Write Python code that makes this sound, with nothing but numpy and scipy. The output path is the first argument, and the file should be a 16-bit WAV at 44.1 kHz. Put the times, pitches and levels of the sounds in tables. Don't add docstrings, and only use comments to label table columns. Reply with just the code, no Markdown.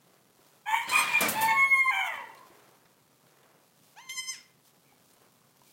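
import sys
import numpy as np
from scipy import signal
from scipy.fft import rfft, irfft, next_fast_len
from scipy.io import wavfile
from scipy.ndimage import uniform_filter1d, map_coordinates

SR = 44100
rng = np.random.default_rng(int(sys.argv[2]) if len(sys.argv) > 2 else 0)


def waveform_to_disk(signal):
    frames = np.transpose(np.atleast_2d(signal))
    scaled = np.clip(frames, -1, 1) * 32767
    samples = np.round(scaled).astype(np.int16)
    wavfile.write(sys.argv[1], SR, samples)


N = 252252

# t/s, settling/s, hold/s, release/s, first f/Hz, held f/Hz, last f/Hz,
# relative level/dB, first and last mouth opening/dB, first and last roughness (0-1), air/dB,
# factor on the throat's resonances, firm core/dB, reach of the core f/Hz
HOARSE_BLEATS = [ (0.655, 0.06, 0.12, 0.15, 789, 949, 974, -32, -4.5, 17, 0.22, .8, 12.5, 1.005, -12.5, 1290),
                 (0.907, 0.021, 0.082, 0.16, 924.4, 1066, 1097, -30.5, -1, -9, .85, 0.7, 14.5, 1.06, -20.5, 3480),
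                 (1.066, .022, 0.11, .07, 1137, 899, 936, -35.5, 8.5, 4.5, .8, 0.5, 3.5, 1.05, -13, 3800),
                 (1.335, .1, .185, 0.05, 858, 906.7, 945, -34, -3.5, 1, 0.28, .25, 7, 1.021, -4.5, 4390),
                 (1.896, 0.012, 0.105, 0.36, 1005, 775, 346, -30, -1.5, -6, .42, 0.6, 9.5, 0.99, -8.5, 2200)]
# f/Hz, level/dB
FAR_THROAT = [(100, -49), (450, -29.5), (700, -20), (920, 7.5), (1100, 1), (1300, -13.5), (1600, -7),
              (1850, -5.5), (2050, -1.5), (2250, 10), (2450, -7.5), (2800, -18.5), (3100, 3.5),
              (3300, -15.5), (3500, -20), (3900, -35), (4450, -34.5), (4750, -43.5), (5200, -43.5),
              (6800, -22.5), (8500, -35), (9600, -27), (10900, -43), (13500, -31.5), (16000, -33)]
# t/s, level/dB, half width/s
FAR_THROBS = [(.745, 7, 0.02), (.95, 3, 0.051), (1.44, 6, 0.016), (1.513, 7.5, 0.0091)]
ATTACK_S, SLACK_S = 0.027, 0.25
RELEASE_DB, RELEASE_BEND = 32, 1.33
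BREATHY_DB = 7
RATTLE_HZ, RATTLE_DB = 190, 9


def hoarse_cry():
    out, t = np.zeros(N), clock(size=30000)
    for (s, settle, hold, release, first_hz, held_hz, last_hz, db, first_mouth_db, last_mouth_db,
         first_rough, last_rough, air_db, tight, core_db, reach_hz) in HOARSE_BLEATS:
        spent = np.maximum(t - hold, 0) / release
        letting_go = np.minimum(spent, 1)
        progress = ramp(t, hold + release)
        pitch = held_hz + (first_hz - held_hz) * np.exp(-t / settle) + (last_hz - held_hz) * letting_go
        mouth_db = first_mouth_db + (last_mouth_db - first_mouth_db) * progress
        rough = first_rough + (last_rough - first_rough) * progress
        level_db = db + throbbing(s + t, FAR_THROBS) - RELEASE_DB * spent ** RELEASE_BEND
        level = ramp(t, ATTACK_S) * amp(level_db)
        source = folds(pitch, rough, jitter=.05, shimmer=4, uneven_db=3, rasp=amp(air_db),
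                       flutter_rate=200, count=9)
        beat = np.cos(2 * np.pi * np.cumsum(RATTLE_HZ * (1 + .3 * wobble(90, len(t)))) / SR)
        rattle = amp(RATTLE_DB * rough * beat)
        air = split(rng.standard_normal(len(t)), edge_hz=6300)[1]
        hiss = amp(13.5 + air_db + BREATHY_DB * letting_go) * rough * air
        voice = rattle * (source + hiss)
        slack_factor = tight * (last_hz / held_hz) ** 0.13
        held = throat(voice, np.multiply(FAR_THROAT, (tight, 1)))
        slack = throat(voice, np.multiply(FAR_THROAT, (slack_factor, 1)))
        low = split(held, edge_hz=1660)[0]
        slackening = held + (slack - held) * ramp(t - hold, SLACK_S)
        high = split(slackening, edge_hz=1370)[1]
        bleat = steady(low + amp(mouth_db) * high) + amp(core_db) * core(pitch, reach_hz)
        add(out, s, level * bleat)
    return out


# t/s, relative level of fundamental/dB, relative level of octave/dB
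SHORT_SQUEAL = [(0.922, -44.5, -35), (0.944, -29, -25.5), (0.958, -31, -20), (1.06, -41, -40.5),
                (1.096, -46.5, -31), (1.118, -62, -37.5), (1.162, -53.5, -20.5), (1.21, -47, -35),
                (1.238, -41, -28), (1.262, -50.5, -37), (1.29, -47, -37.5)]
LONG_SQUEAL = [(1.475, -43, -31), (1.491, -42, -27), (1.529, -36, -33.5), (1.551, -29, -37.5),
               (1.573, -29, -26.5), (1.637, -28, -19.5), (1.675, -35.5, -29), (1.697, -52, -33.5),
               (1.719, -42, -19.5), (1.741, -34, -18.5), (1.769, -29.5, -27), (1.789, -32.5, -24),
               (1.817, -45, -19.5), (1.843, -39, -34), (1.867, -26, -34), (1.885, -32.5, -20.5),
               (1.917, -25.5, -34.5)]
# first f/Hz, sag/(Hz/s), final droop/Hz, roughness (1 = rough)
SQUEAL_VOICE = [(1241, 175, 2, 0.89), (1098.3, 20, 58, 0.19)]
# f/Hz, relative level/dB
OVERTONES = [(3200, -40), (4300, -44), (5400, -60.5), (6500, -46.5), (7600, -45), (8700, -61),
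             (9700, -41.5), (10800, -71.5), (12000, -51.5), (13000, -50), (14100, -59.5), (15200, -46)]
DROOP_S = .12
CRACK_ROUGH, CRACK_S = 1.2, .03
SQUEAL_JITTER, SQUEAL_SHIMMER_DB = .013, 2.2


def squeal(count=14):
    out = np.zeros(N)
    for call, (hz, sag, droop, held_rough) in zip((SHORT_SQUEAL, LONG_SQUEAL), SQUEAL_VOICE):
        first_db, octave_db = curves(call)
        size = len(first_db)
        t = clock(size)
        pitch = hz - sag * t - droop * np.exp((t - t[-1]) / DROOP_S)
        rough = held_rough + CRACK_ROUGH * np.exp((t - t[-1]) / CRACK_S)
        flicker = [.8 + .55 * (wobble(38, size) + 1j * wobble(38, size)) for k in range(count + 1)]
        drift = 0.0018 * wobble(40, size) + SQUEAL_JITTER * rough * wobble(200, size)
        phase = 2 * np.pi * np.cumsum(pitch * (1 + drift)) / SR
        shimmer = amp(SQUEAL_SHIMMER_DB * rough * wobble(150, size))
        effort = uniform_filter1d(amp(first_db) + amp(octave_db), size=4000)
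        upper = np.zeros(size)
        for k in range(3, count + 1):
            overtone = np.imag(flicker[k] * np.exp(1j * k * phase))
            upper += amp(along(OVERTONES, k * pitch) + 8.5) * overtone
        strong = amp(first_db) * np.sin(phase) + amp(octave_db) * np.sin(2 * phase)
        edges = signal.windows.tukey(size, .05)
        add(out, call[0][0], edges * np.sqrt(2) * shimmer * (strong + effort * upper))
    return out


# mouth opens t/s, voice gives out t/s, relative level/dB, mouth opening/dB
KID_BLEATS = [(0.896, 1.014, -37.5, 0.5), (4.095, 4.325, -47, 9.5)]
# t/s, f/Hz, roughness (0 = clean, about 1 = rough)
KID_VOICE = [
    [(.8, 780, 0.4), (.845, 1040, .6), (.9, 1018, .35), (.94, 1049, .95), (.972, 1003, 0.3),
     (1.0, 1039, .08), (1.025, 1039, .15), (1.06, 874, 1.1), (1.15, 701, 1)],
    [(3.955, 659, 0.48), (3.98, 851.3, 0.33), (4.012, 1043, .15), (4.06, 1054, 0), (4.085, 1028, 0.2),
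     (4.096, 1045, 0.2), (4.11, 1037, .12), (4.145, 1073, .07), (4.172, 1023, 0), (4.21, 1037, 0.09),
     (4.243, 1033, 0.26), (4.3, 1043, 0), (4.32, 1024, .12), (4.338, 951, 0.86), (4.365, 738, 0.97),
     (4.48, 656, 1.14)],
]
# f/Hz, level/dB
KID_THROATS = [ ([(500, -26.5), (1030, -9.5), (2070, -6.5), (3100, -6), (4150, -7), (6200, -13), (7250, -7),
               (8300, -3), (9300, -13), (16000, -19)], [(500, -13), (1030, -5.5), (2070, -3.5), (3100, -8),
               (4150, -2.5), (5200, -9), (6200, -5), (7250, -11), (8300, 2.5), (9300, -10), (12500, -9),
               (16000, -24)]), ([(100, -45), (500, -17), (1030, -9.5), (2070, 4), (3100, -0.5), (5200, -10),
               (6200, 2.5), (7250, -6.5), (8300, -21), (9300, -13), (11500, -9), (13600, -29),
               (16000, -32.5)], [(100, -50), (500, -34), (1030, -10), (2070, 0), (3100, -5.5), (4150, -12),
               (5200, -3), (6200, -2), (7250, -11), (8300, -7.5), (9300, -20), (10400, -18.5), (12500, -22),
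               (16000, -41)])]
# t/s, level/dB, half width/s
KID_THROBS = [(0.901, 4, 0.0087), (0.995, 10, 0.015), (3.988, 8.5, 0.018), (4.108, 9.5, 0.017),
              (4.19, 15.5, 0.019), (4.293, 13, 0.014), (4.333, 4.5, 0.031)]
BLEAT_ATTACK_S, THROAT_GLIDE_S = 0.021, 0.099
FADE_DB_PER_S = 187.5
SHUT_DB, SHUT_DULL_DB, OPENING_S = -9, -29, 0.0079
THROB_DULL = 0.7


def newborn():
    out = np.zeros(N)
    for (opens, gives_out, db, open_db), voice, shapes in zip(KID_BLEATS, KID_VOICE, KID_THROATS):
        first_shape, last_shape = shapes
        pitch, rough = curves(voice)
        s = voice[0][0]
        t = s + clock(len(pitch))
        throb_db = throbbing(t, KID_THROBS)
        ending = np.maximum(t - gives_out, 0)
        shut = 1 - np.exp(np.minimum(t - opens, 0) / OPENING_S)
        mouth_db = open_db + SHUT_DULL_DB * shut - THROB_DULL * throb_db
        level_db = db + throb_db + SHUT_DB * shut - FADE_DB_PER_S * ending
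        level = ramp(t - s, BLEAT_ATTACK_S) * amp(level_db)
        source = folds(pitch, rough, jitter=.035, shimmer=4.2, uneven_db=2.5, rasp=1.5,
                       flutter_rate=250, count=15)
        glide = ramp(t - opens, THROAT_GLIDE_S) ** 2
        shaped = (1 - glide) * throat(source, first_shape) + glide * throat(source, last_shape)
        low, rest = split(shaped, edge_hz=1300)
        middle, high = split(rest, edge_hz=6200)
        add(out, s, level * steady(low + amp(0.71 * mouth_db) * middle + amp(mouth_db) * high))
    return out


# t/s, thud relative level/dB, rustle relative level/dB
STEPS = [(.7, -56.5, -71.5), (0.871, -44.5, -37), (.95, -50, -34.5), (1.08, -54, -36), (1.24, -37, -39.5),
         (1.32, -48.5, -47), (2.108, -56.5, -55.5)]
# f/Hz, level/dB
THUD = [(25, -34), (65, -22.5), (115, 0), (250, 0), (400, -4), (560, 3), (1000, -13), (2500, -29)]
# f/Hz, level/dB
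RUSTLE = [(200, -26.5), (700, -2.5), (1800, 4), (3400, -1.5), (4700, -5.5), (5600, -13.5), (8000, -14),
          (10000, -18), (16000, -19.5)]
# a short low step thud, then a hard bump against the pen; t/s, relative level/dB,
# swell/s, t60/s
BUMPS = [(0.976, -45.5, 0.006, 0.1), (1.204, -25.5, 0.023, 0.29)]
# f/Hz, level/dB
PEN = [(30, -37), (90, -17), (150, -11.5), (220, 0), (350, -8), (550, -3), (900, -2.5), (2000, -6.5),
       (4000, -13.5), (8000, -15.5), (16000, -27)]
# t/s, relative level/dB, swell/s, t60/s
SCUFFS = [(1.207, -20, 0.001, 0.084), (1.284, -24, 0.0014, 0.23), (1.37, -42, 0.012, 0.3),
          (1.408, -25, 0.0071, 0.22)]
# f/Hz, level/dB
STRAW = [(300, -39), (2000, -13), (6000, -8), (8500, -2.5), (12000, -3), (16000, -1.5)]
STEP_SWELL_S, STEP_T60_S = 0.011, 1.31


def doe():
    thud_power, rustle_power, t = np.zeros(N), np.zeros(N), clock(size=2 * SR)
    step = (1 - np.exp(-t / STEP_SWELL_S)) * amp(-60 * t / STEP_T60_S)
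    for s, thud_db, rustle_db in STEPS:
        add(thud_power, s, (amp(thud_db) * step) ** 2)
        add(rustle_power, s, (amp(rustle_db) * step) ** 2)
    grains = amp(2.0 * wobble(900) + 1.6 * wobble(70))
    stalks = unit(colour(rng.standard_normal(N) * grains, RUSTLE))
    tread = np.sqrt(thud_power) * noise(THUD) + np.sqrt(rustle_power) * stalks
    bumps = amp(7.5) * bursts(BUMPS, PEN, grain_db=-1.0)
    return tread + bumps + bursts(SCUFFS, STRAW, grain_db=1.5)


def bursts(rows, points, grain_db):
    shape = np.zeros(N)
    for s, db, swell, t60 in rows:
        age = np.maximum(clock() - s, 0)
        shape += amp(db - 60 * age / t60) * (1 - np.exp(-age / swell))
    return shape * unit(colour(rng.standard_normal(N) * amp(grain_db * wobble(1900)), points))


# f/Hz, relative level/dB, t60/s
PANEL_MODES = [(224.5, -2, 0.32), (313.6, -15, 0.25), (469.5, -12, .3), (596, -12, 0.21), (753, -8, 0.12)]


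def panel():
    out, t = np.zeros(N), clock(size=SR)
    for s, push_db, _, _ in BUMPS:
        ring = np.zeros(len(t))
        for hz, db, t60 in PANEL_MODES:
            phase = 2 * np.pi * hz * t + .8 * wobble(45, len(t))
            ring += amp(db - 60 * t / t60) * np.sin(phase)
        add(out, s, amp(push_db - 0.5) * ramp(t, 0.012) * ring)
    return out


# t/s, relative level/dB, ring f/Hz, ring share (0-1), t60/s
TICKS = [(0.299, -53.5, 396, 0.93, 0.054), (0.392, -51, 382, 0.81, 0.088), (2.349, -39, 13100, .2, 0.016),
         (2.374, -49.5, 4240, 0.5, 0.11), (2.503, -48.5, 340, 0.77, 0.14), (2.598, -52, 3480, .2, 0.028),
         (2.772, -52.5, 11300, .4, 0.022), (2.856, -46, 1895, 0.33, 0.03), (2.864, -49, 1697, 0.46, 0.019),
         (3.268, -49.5, 1466, .38, 0.027), (3.431, -51, 3490, .3, 0.032), (4.094, -34.5, 3174, 0.59, 0.047),
         (4.924, -49, 830, 0.69, .06), (5.136, -46, 9430, .4, 0.022), (5.221, -54, 1000, 0.58, .03),
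         (5.416, -52, 1024, .7, 0.026), (5.570, -46.5, 11800, .3, .02), (5.594, -57, 2780, .2, .02),
         (5.617, -43, 940, 0.67, 0.024)]
FAINT_TICK_DB, FAINT_TICK_HZ = -54, 3000


def ticks(count=12):
    out, t = np.zeros(N), clock(size=SR // 10)
    faint = []
    for when, force, tone in rng.random((count, 3)):
        hz = FAINT_TICK_HZ * 4 ** (2 * tone - 1)
        faint.append((when * N / SR, FAINT_TICK_DB + 6 * (force - .5), hz, .3, .02))
    for s, db, hz, share, t60 in TICKS + faint:
        crack = .5 * unit(split(rng.standard_normal(len(t)), edge_hz=3 * hz)[0])
        ring = np.sin(2 * np.pi * hz * t + wobble(hz / 6, len(t)))
        add(out, s, amp(db - 2.0 - 60 * t / t60) * ((1 - share) * crack + share * ring))
    return out


# centre t/s, f/Hz, relative level/dB; the first, at 2.2 s, strengthens a partial of the far
SQUEAKS = [(2.2, 967, -45.5), (2.41, 1036, -53.5), (4.9, 2267, -72), (5.69, 2380, -74)]
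SQUEAK_WIDTH_S, SQUEAK_SAG_HZ_PER_S = 0.034, 511


def squeaks():
    out, t = np.zeros(N), clock(size=SR // 4) - 1 / 8
    for s, hz, db in SQUEAKS:
        pitch = (hz - SQUEAK_SAG_HZ_PER_S * t) * (1 + 0.0403 * wobble(210.0, len(t)))
        tone = np.sqrt(2) * np.sin(2 * np.pi * np.cumsum(pitch) / SR)
        level = amp(db + 4 * wobble(110, len(t))) * bell(t, SQUEAK_WIDTH_S)
        add(out, s + t[0], level * tone)
    return out


# t/s, half width/s, body level/dB, hiss level/dB
NUZZLES = [(.13, 0.069, -67, -71), (.5, 0.1, -66, -65.5), (2.529, 0.21, -60.5, -66),
           (3.45, 0.14, -64.5, -112), (3.885, 0.071, -73, -65), (4.675, 0.025, -81, -62),
           (5.12, 0.12, -72, -66), (5.24, 0.0636, -67, -73.5), (5.7, 0.059, -85, -61.5)]
# f/Hz, level/(dB per Hz)
BARN_AIR = [(25, -37.5), (45, -41), (65, -18.5), (90, -13.5), (135, 2), (200, -2), (300, -2), (450, -3),
            (700, -6), (1150, -7), (1800, -13), (2600, -14.5), (8000, -17.5), (16000, -18.5)]
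BODY_FLOOR_DB, HISS_FLOOR_DB = -69.5, -68


def bedding():
    body_power, hiss_power = amp(BODY_FLOOR_DB) ** 2, amp(HISS_FLOOR_DB) ** 2
    for s, width, body_db, hiss_db in NUZZLES:
        swell = bell(clock() - s, width)
        body_power = body_power + (amp(body_db) * swell) ** 2
        hiss_power = hiss_power + (amp(hiss_db) * swell) ** 2
    rumble = split(noise(BARN_AIR), edge_hz=306)[0]
    stalks = colour(rng.standard_normal(N) * amp(2.0 * wobble(500)), BARN_AIR)
    body, hiss = split(split(stalks, edge_hz=290)[1], edge_hz=2800)
    straw_body = np.sqrt(body_power) * amp(0.91 * wobble(30)) * unit(body)
    straw_hiss = np.sqrt(hiss_power) * amp(0.58 * wobble(25)) * unit(hiss)
    return amp(-71.0 + 1.623 * wobble(12.0)) * unit(rumble) + straw_body + straw_hiss


# f/Hz, t60/s
BARN_T60 = [(150, 0.87), (500, 0.54), (1000, 0.43), (2300, 0.49), (5000, 0.37), (12000, 0.0097)]


def barn(x, wet_db):
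    hz, t, z = signal.stft(rng.standard_normal(SR), SR, nperseg=256)
    decay = amp(-60 * t / along(BARN_T60, hz)[:, None])
    tail = signal.istft(z * decay, SR, nperseg=256)[1]
    late = np.pad(x, (350, 0))
    return x + amp(wet_db) * signal.fftconvolve(late, tail / np.linalg.norm(tail))[:N]


def folds(pitch, rough, jitter, shimmer, uneven_db, rasp, flutter_rate, count):
    size = len(pitch)
    phase = 2 * np.pi * np.cumsum(pitch * (1 + jitter * rough * wobble(flutter_rate, size))) / SR
    pulses = np.zeros(size)
    for k in range(1, count + 1):
        pulses += amp(uneven_db * wobble(35, size)) * np.cos(k * phase)
    air = rng.standard_normal(size) * (1 + np.cos(phase))
    return (pulses + rasp * rough * air) * amp(shimmer * rough * wobble(flutter_rate, size))


def core(pitch, reach_hz, count=5):
    size = len(pitch)
    phase = 2 * np.pi * np.cumsum(pitch * (1 + .012 * wobble(130, size))) / SR
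    partials = np.zeros(size)
    for k in range(1, count + 1):
        level_db = 3 * wobble(70, size) - 12 * (k * pitch / reach_hz) ** 2
        partials += amp(level_db) * np.sin(k * phase)
    return unit(partials)


def throat(x, points):
    size = 4096
    cepstrum = irfft(np.log(amp(along(points, np.fft.rfftfreq(size, 1 / SR)))))
    cepstrum[1:size // 2] *= 2
    cepstrum[size // 2 + 1:] = 0
    return signal.fftconvolve(x, irfft(np.exp(rfft(cepstrum))))[:len(x)]


def throbbing(t, rows):
    return sum(db * bell(t - s, width) for s, db, width in rows)


def amp(db):
    return 10 ** (np.asarray(db) / 20)


def unit(x):
    return x / np.sqrt(np.mean(x ** 2) + 1e-20)


def steady(x):
    return x / np.sqrt(np.abs(uniform_filter1d(x ** 2, size=1100)) + 1e-9)


def clock(size=N):
    return np.arange(size) / SR


def ramp(t, length):
    return np.clip(t / length, 0, 1)


def bell(t, width):
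    return np.exp(-.5 * (t / width) ** 2)


def along(points, hz):
    f, v = np.transpose(points)
    return np.interp(np.log(hz + 1), np.log(f + 1), v)


def curves(rows):
    s, *cols = np.transpose(rows)
    return [np.interp(np.arange(s[0], s[-1], 1 / SR), s, c) for c in cols]


def wobble(rate, size=N):
    return map_coordinates(rng.standard_normal(int(N * rate / SR) + 4), [clock(size) * rate])


def filtered(x, response):
    m = next_fast_len(len(x) + 8192)
    return irfft(rfft(x, m) * response(np.fft.rfftfreq(m, 1 / SR)), m)[:len(x)]


def colour(x, points):
    return filtered(x, lambda hz: amp(along(points, hz)))


def noise(points):
    return unit(colour(rng.standard_normal(N), points))


def split(x, edge_hz):
    low = filtered(x, lambda hz: 1 / (1 + (hz / edge_hz) ** 8))
    return low, x - low


def add(out, s, x):
    part = out[round(s * SR):][:len(x)]
    part += x[:len(part)]


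def scene():
    cry = barn(hoarse_cry() + squeaks(), wet_db=-10)
    whistle = barn(squeal(), wet_db=-20)
    kid = barn(newborn(), wet_db=-11.5)
    pen = barn(doe() + panel() + ticks(), wet_db=-14.5)
    return (cry + whistle + kid + pen + bedding())[None]


TOP_HZ = 15950


def record(dry):
    return filtered(dry[0], lambda hz: hz < TOP_HZ)[None]


dry = scene()
out = record(dry)
waveform_to_disk(out)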